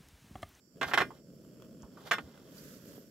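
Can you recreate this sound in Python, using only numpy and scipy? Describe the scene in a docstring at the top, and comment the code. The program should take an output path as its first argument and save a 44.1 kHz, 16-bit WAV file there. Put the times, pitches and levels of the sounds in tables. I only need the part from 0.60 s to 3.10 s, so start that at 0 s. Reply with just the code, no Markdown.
"""A lit gas stove flutters and hisses, then a thin aluminium pot clanks and scrapes on its grate close by.
The pot is nudged again and drops into its seat; a soft, airy rustle passes as the arm draws away.
Knocks ring decaying modes over bursts of coloured noise; scrapes are rough noise plus slips ringing the pot.
The flame is low noise and sputter under one flutter, the gas jet steady noise.
The rustle is swelling noise with thin arching whistles."""
import sys
import numpy as np
from scipy import signal
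from scipy.fft import rfft, irfft
from scipy.io import wavfile
from scipy.ndimage import uniform_filter1d

SR = 44100
rng = np.random.default_rng(int(sys.argv[2]) if len(sys.argv) > 2 else 0)


def wrap_up_sound(samples):
    """Save the sound to the file named by the first command line argument, as 16-bit audio."""
    columns = np.atleast_2d(samples).T
    # keep every value between -1 and 1, then stretch to whole-number steps
    tamed = np.clip(columns, -1, 1)
    steps = np.round(tamed * 32767).astype(np.int16)
    wavfile.write(sys.argv[1], SR, steps)


N = 110250  # samples, 2.5 s


def undb(db):
    """Decibels to gain."""
    return 10 ** (np.asarray(db) / 20)


def unit(x):
    """Scale to rms 1."""
    return x / np.sqrt(np.mean(x ** 2))


def response(points):
    """Causal (minimum-phase) filter through (Hz, dB) points that keeps the power of white noise."""
    hz, db = np.array(points).T
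    f = np.maximum(np.arange(N // 2 + 1) * SR / N, 1)
    gain = unit(undb(np.interp(np.log(f), np.log(hz), db)))
    # folding the cepstrum onto positive time makes the filter causal
    cepstrum = irfft(np.log(gain), N)
    cepstrum[1:N // 2] *= 2
    cepstrum[N // 2 + 1:] = 0
    return np.exp(rfft(cepstrum))


def colour(x, points):
    """Shape a sound's spectrum with the points."""
    return irfft(rfft(x) * response(points), N)


def pan(db):
    """Left and right gains for a left-minus-right level."""
    return undb(np.array([[db], [-db]]) / 2)


def noise(side_db):
    """Stereo white noise; side_db 0 makes the channels unrelated."""
    mid, side = rng.standard_normal((2, N))
    return mid + undb(side_db) * side * np.array([[1], [-1]])


def band_pass(low_high_hz):
    """Second-order Butterworth band."""
    return signal.butter(2, low_high_hz, "band", fs=SR, output="sos")


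def walk(hz):
    """Smooth random motion with rms 1; higher hz moves faster."""
    k = max(int(SR / hz), 2)
    smooth = uniform_filter1d(rng.standard_normal(N), k)
    return unit(uniform_filter1d(smooth, k))


def curve(rows):
    """Gain along (s, dB) points."""
    s, db = np.array(rows).T
    return undb(np.interp(np.arange(N) / SR, s, db))


def fade(t, t60):
    """Free decay, falling 60 dB in t60 seconds."""
    return np.exp(-np.log(1000) * t / t60)


def add(out, x, s):
    """Mix x in from time s."""
    i = int(s * SR)
    n = min(x.shape[-1], N - i)
    out[..., i:i + n] += x[..., :n]


# Pot meets grate. Each row: start in seconds, level in dB, treble in dB, thud of the stove body in dB,
# seat from 0 tilted to 1 seated, chatter as the strength ratio of successive contacts (0-1),
# ring time as a share of the free ring. The dB are relative to the layer levels below.
POT_KNOCKS = [(.2127, -7, -3, 6.5, 0.74, 0.88, 0.9), (.229, -7, -1.5, 1, 0.7, 0.5, 0.85),
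              (0.284, -22, -5, 1.5, 0.093, .7, 1.1), (0.3129, -14.5, -19.5, 2.5, 0.073, 0.87, 1.2),
              (.3358, -2, 1, -1, 0, 0.63, 0.43), (.341, -4, 4.5, -12, .2, .4, .65),
              (.3753, 1.5, -1.5, -0.5, 0.075, 1, 0.55), (.3826, -9, 6, 2, 0.36, .5, 1.2),
              (.4038, -4.5, -8, 10, 0, .6, 0.58), (.4100, -8, 1, -17, 0.17, 0.6, 0.85),
              (0.4183, -6, -7.5, 2, 0.49, 0.47, 0.48), (1.5114, -4.5, 0.5, -10.5, 1, 0.5, 0.73),
              (1.5158, -5.5, 4.5, -6, 1, .8, 0.85), (1.5311, -16, 8.5, 6, 0.64, 1, 1.06),
              (1.5394, -13, 1.5, -6, 1, 0.1, 0.37), (1.583, -11.5, -9.5, 1, 0.61, 0.6, 0.57)]
# Dense clatter of grate and stove top. Each row: frequency in Hz, relative level in dB per Hz.
CLATTER_COLOUR = [(150, -28), (400, -13.5), (720, -3.5), (950, -5), (1200, 0), (1500, -1), (2000, -3.5),
                  (2220, -11), (2650, -8), (3400, -14), (3900, -21), (4200, -15), (4700, -24),
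                  (6500, -26.5), (8000, -27.5), (9200, -37.5), (12000, -29.5), (16000, -39)]
# Thud of the stove body. Each row: frequency in Hz, relative level in dB per Hz.
THUD_COLOUR = [(30, -16), (70, -6), (130, 0), (250, 5), (380, 6.5), (600, 0.5), (1000, -36), (3000, -57)]
RING_DB, CLATTER_DB, CRACK_DB, THUD_DB, SHIMMER_DB = -25.5, -22.5, -5.5, -38, -61.5
CLATTER_T60_S, SHIMMER_T60_S = 0.11, 0.14  # before each knock's ring share
THUD_T60_S, CHATTER_S = 0.16, 0.0035  # thud decay, mean gap between contacts
TREBLE_HZ = 3000  # where the treble tilt of knocks and ring turns over
POT_WIDTH_DB = -7.5  # side level of the clatter


def knocks():
    """Each blow chatters in four quick contacts, rings the pot, rattles the grate and thuds in the stove body."""
    t = np.arange(SR // 4) / SR
    ring, clatter, thud = np.zeros((3, 2, N))
    wall = shimmer(t)
    split = signal.butter(1, TREBLE_HZ, fs=SR, output="sos")
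    for s, db, treble_db, thud_db, seat, chatter, share in POT_KNOCKS:
        add(ring, pot_ring(t, seat, treble_db, share) * undb(db + RING_DB), s)
        wall_ring = wall * fade(t, SHIMMER_T60_S * share)
        add(ring, wall_ring * undb(db + treble_db + SHIMMER_DB), s)

        rattle = noise(POT_WIDTH_DB)[:, :len(t)] * fade(t, CLATTER_T60_S * share) * undb(CLATTER_DB)
        # each contact is a one-sample crack, weaker by the chatter ratio every time
        for k, jitter in enumerate(rng.uniform(-1, 1, size=4)):
            contact_s = k * CHATTER_S * (1 + .06 * jitter)
            rattle[:, int(contact_s * SR)] -= undb(CRACK_DB) * chatter ** k
        low = signal.sosfilt(split, rattle)
        high = rattle - low
        add(clatter, undb(db) * (low + undb(treble_db) * high), s)

        boom = noise(-24)[:, :len(t)] * fade(t, THUD_T60_S)
        add(thud, boom * undb(db + thud_db + THUD_DB), s)
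    return ring + colour(clatter, CLATTER_COLOUR) + colour(thud, THUD_COLOUR)


# Rings of the pot. Each row: frequency in Hz, level in dB when tilted, level in dB when seated,
# t60 in seconds of the free ring.
RING_MODES = [(678, -9, -13, .17), (790, -10, -6, .13), (845, -11, -18, .13), (1105, -4, -13, .15),
              (1200, -7, -5, .13), (1398, -6, -11, .13), (1438, -3, 1, .16), (1588, -2, -3, .16),
              (1642, -4, -14, .14), (1825, -4, -9, .15), (1887, -14, -4, .12), (2036, -3, -16, .15),
              (2090, -5, -5, .16), (2312, -16, -9, .1), (2400, -8, -14, .14), (2610, -14, -10, .13),
              (3040, -9, -16, .15), (3300, -13, -13, .16), (3520, -17, -6, .13), (3682, -17, -16, .13),
              (4150, -14, -20, .1), (5328, -24, -16, .16), (6530, -32, -22, .09), (6840, -32, -21, .08)]
RING_BUILD_S, MODE_WIDTH = 0.0015, 0.6  # onset t60, side gain of the modes


def pot_ring(t, seat, treble_db, share):
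    """The pot's modes after a contact; seat sets their balance, share their decay, and high ones spread wider."""
    hz, tilted_db, seated_db, t60 = np.array(RING_MODES).T[:, :, None]
    tilt_db = treble_db * hz ** 2 / (hz ** 2 + TREBLE_HZ ** 2)
    gains = undb(tilted_db + seat * (seated_db - tilted_db) + tilt_db)
    opposite = (-1.) ** np.arange(len(hz))[:, None]  # neighbouring modes move in opposite senses
    swing = opposite * gains * fade(t, t60 * share)
    mid = (swing * np.sin(2 * np.pi * hz * t)).sum(0)
    side_phase = 2 * np.pi * (hz * t + rng.random(hz.shape))
    side = MODE_WIDTH * (swing * np.minimum(hz / TREBLE_HZ, 2) * np.sin(side_phase)).sum(0)
    return np.array([mid + side, mid - side]) * (1 - fade(t, RING_BUILD_S))


SHIMMER_HZ, SHIMMER_SPREAD_DB = (4200, 14530), 8.5  # range of the partials, spread of their levels


def shimmer(t, count=70):
    """Faint high partials of the thin wall, each with its own strength at either ear."""
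    hz = rng.uniform(*SHIMMER_HZ, size=(count, 1))
    spread = undb(SHIMMER_SPREAD_DB * rng.standard_normal((2, count, 1)))
    gains = spread * SHIMMER_HZ[0] / hz
    phase = 2 * np.pi * (hz * t + rng.random((2, count, 1)))
    return (gains * np.sin(phase)).sum(1)


# The base slides on the grate. Each row: start in seconds, loudest moment in seconds, end in seconds,
# level in dB at the loudest moment.
GRATE_SCRAPES = [(0.237, 0.292, 0.344, -45.5), (0.445, 0.566, 0.62, -67.5), (1.3, 1.438, 2.14, -63),
                 (1.448, 1.476, 1.509, -50)]
# Grit of the rub. Each row: frequency in Hz, relative level in dB per Hz.
GRIT_COLOUR = [(300, -19.5), (700, 7), (1400, -1.5), (2400, -15), (3300, -2), (4000, -5), (5400, -9),
               (7500, -14), (9200, -22), (12500, -8.5), (16000, -20.5)]
SCRAPE_ROUGH_DB, SCRAPE_RING_DB, SLIPS_PER_S = 2, -6.5, 650


def scrapes():
    """The base sticks and slips over the grate: a gritty rub whose slips ring the pot."""
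    t = np.arange(N) / SR
    push = np.zeros(N)
    for start, top, end, db in GRATE_SCRAPES:
        push += undb(db) * np.interp(t, [start, top, end], [0, 1, 0])
    rough = unit(undb(SCRAPE_ROUGH_DB * walk(350)))
    grit = colour(noise(-5) * push * rough, GRIT_COLOUR)

    happens = rng.random(N) < SLIPS_PER_S / SR
    slips = unit(happens * rng.standard_normal(N)) * push
    body = pot_ring(t[:SR // 4], seat=0, treble_db=8, share=.6)
    body = body / np.linalg.norm(body[0])
    rung = signal.fftconvolve(slips[None], body)[:, :N]
    return grit + undb(SCRAPE_RING_DB) * rung


# Dull bumps, taps and ticks of the pot and stove. Each row: start in seconds, level in dB, pitch in Hz,
# width in octaves, t60 in seconds.
LIGHT_TAPS = [(0.256, -43.5, 74.4, .6, 0.14), (0.505, -43.5, 955, 0.63, 0.077),
              (1.221, -53.5, 6540, 0.46, 0.029), (1.223, -51, 58, .7, 0.18), (1.232, -54, 956, 0.68, 0.14),
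              (1.371, -52, 1094, 0.58, 0.14), (1.476, -44, 860, 2.1, 0.034), (1.626, -50, 73.3, .6, 0.17),
              (1.981, -49, 4670, .08, .04), (2.379, -38, 353, 0.78, 0.027), (2.377, -55, 1200, 0.31, 0.017)]


def taps():
    """Light touches: one short burst of band-limited noise each."""
    t, out = np.arange(N) / SR, np.zeros((2, N))
    for s, db, hz, octaves, t60 in LIGHT_TAPS:
        band = band_pass(hz * 2 ** (np.array([-.5, .5]) * octaves))
        burst = unit(signal.sosfilt(band, noise(-10)))
        envelope = fade(t, t60) * (1 - fade(t, 0.001))
        add(out, burst * envelope * undb(db), s)
    return out


# Strength of the flame. Each row: time in seconds, level in dB.
FLAME_STRENGTH = [(0, -64.5), (.13, -63.5), (.17, -52.5), (.45, -46.5), (.53, -52.5), (.63, -57.5),
                  (.68, -54), (1.1, -51.5), (1.35, -54), (1.6, -50.5), (1.72, -56.5), (1.85, -53.5),
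                  (2.12, -51), (2.21, -54.5), (2.3, -50), (2.5, -57)]
# Low roar of the flame. Each row: frequency in Hz, relative level in dB per Hz.
ROAR_COLOUR = [(25, -34.5), (50, -12.5), (90, -12), (140, 0.5), (250, 1), (350, -4.5), (560, -5.5),
               (670, -13.5), (790, -45.5), (2000, -40)]
# Faint sputter of the flame. Each row: frequency in Hz, relative level in dB per Hz.
SPUTTER_COLOUR = [(500, -17.5), (800, -5), (1000, -2), (1450, 0), (2200, -13), (2700, -6.5), (3300, -3),
                  (3900, -20.5), (5000, -16), (9000, -19.5)]
FLUTTER_HZ, FLUTTER_DB = (22.6, 160), 2.5  # flutter band, its depth on the roar
SPUTTER_DB, SPUTTER_FLUTTER_DB, SPUTTER_WANDER_DB = -17.5, 4, 3  # level, flutter depth, wander depth
FULL_FLAME_DB = -48  # strength at which the brightening gains are 1
BRIGHTEN, SPUTTER_BRIGHTEN = 0.35, 0.25  # exponents of strength for upper roar and sputter
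RUMBLE_HZ, ROAR_SIDE_DB, ROAR_PAN_DB = 313, -14.5, -0.5


def flame():
    """The flame roars low and sputters with the same flutter, brighter as it grows."""
    flutter = unit(signal.sosfilt(band_pass(FLUTTER_HZ), rng.standard_normal(N)))
    strength = curve(FLAME_STRENGTH)
    fullness = strength / undb(FULL_FLAME_DB)

    roar = colour(noise(ROAR_SIDE_DB) * unit(undb(FLUTTER_DB * flutter)), ROAR_COLOUR)
    rumble = signal.sosfiltfilt(signal.butter(2, RUMBLE_HZ, fs=SR, output="sos"), roar)
    upper_roar = fullness ** BRIGHTEN * (roar - rumble)

    flicker = unit(undb(SPUTTER_FLUTTER_DB * flutter + SPUTTER_WANDER_DB * walk(23.8)))
    sputter = colour(noise(-4) * flicker, SPUTTER_COLOUR) * undb(SPUTTER_DB)
    sputter = fullness ** SPUTTER_BRIGHTEN * sputter
    return strength * (rumble + upper_roar + sputter) * pan(ROAR_PAN_DB)


# Gas jet in the mixing tube. Each row: frequency in Hz, relative level in dB per Hz.
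JET_COLOUR = [(1500, -7), (2400, -13.5), (3200, -15.5), (3900, -23), (4700, 2.5), (5100, -4), (5500, 6.5),
              (6100, -12.5), (6900, -4.5), (7350, 5), (7800, -7.5), (9500, -18), (12500, -7.5),
              (16000, -15.5)]
JET_DB, JET_PAN_DB = -74.5, -7


def gas_jet():
    """Gas rushing through the mixing tube hisses evenly, as steady coloured noise."""
    return colour(noise(0), JET_COLOUR) * undb(JET_DB) * pan(JET_PAN_DB)


# Swell of the airy rustle. Each row: time in seconds, level in dB.
RUSTLE_LEVEL = [(0, -86), (.62, -87), (.85, -79), (1.05, -84), (1.78, -81), (1.86, -72.5), (1.97, -60),
                (2.14, -60.5), (2.22, -68.5), (2.29, -62.5), (2.4, -68.5), (2.5, -74)]
# Spectrum of the rustle. Each row: frequency in Hz, relative level in dB per Hz.
AIR_COLOUR = [(700, -16.5), (1500, 2), (2500, -6), (4000, -4.5), (4800, -1), (7200, -2), (9000, -9.5),
              (12800, -0.5), (16000, -9.5)]
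# Thin whistles that rise and fall within the rustle. Each row: start in seconds, length in seconds,
# top pitch in Hz, level in dB.
THIN_WHISTLES = [(.7, 0.2, 13860, -80.5), (.74, 0.23, 11500, -82), (2.208, .28, 14400, -69),
                 (2.22, 0.31, 12900, -73.5), (2.249, .25, 12170, -74)]
WHISTLE_ARC, WHISTLE_WIDTH_HZ = 0.14, 450  # share of pitch lost at both ends, blur rate
WHISTLE_FLICKER_DB, RUSTLE_FLICKER_DB, RUSTLE_PAN_DB = 6, 1, -6


def rustle():
    """An airy swell, perhaps a sleeve, with thin noise-blurred whistles arching through it."""
    flicker = undb(RUSTLE_FLICKER_DB * walk(60))
    out = colour(noise(0), AIR_COLOUR) * curve(RUSTLE_LEVEL) * flicker
    for s, length, hz, db in THIN_WHISTLES:
        u = np.linspace(-1, 1, int(length * SR))
        phase = 2 * np.pi * np.cumsum(hz * (1 - WHISTLE_ARC * u ** 2)) / SR
        blur = np.array([walk(WHISTLE_WIDTH_HZ)[:len(u)] for _ in range(2)])
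        blur = blur * unit(undb(WHISTLE_FLICKER_DB * walk(40)))[:len(u)]
        swell = np.sqrt(2 * (1 - u ** 2))
        add(out, blur * np.sin(phase) * swell * undb(db), s)
    return out * pan(RUSTLE_PAN_DB)


POT_PAN_DB, POT_LAG_S = -3, .00003


def scene():
    """The pot stands a little to the right, so the left hears it later and softer; flame, jet and rustle join."""
    hz = np.arange(N // 2 + 1) * SR / N
    late = np.exp(-2j * np.pi * hz * np.array([[POT_LAG_S], [0]]))
    pot = irfft(rfft(knocks() + scrapes() + taps()) * late, N) * pan(POT_PAN_DB)
    return pot + flame() + gas_jet() + rustle()


TOP_HZ = 15700


def record(dry):
    """The recorder cuts the top with a steep low-pass."""
    return signal.sosfilt(signal.ellip(10, .2, 70, TOP_HZ, fs=SR, output="sos"), dry)


dry = scene()
out = record(dry)
wrap_up_sound(out)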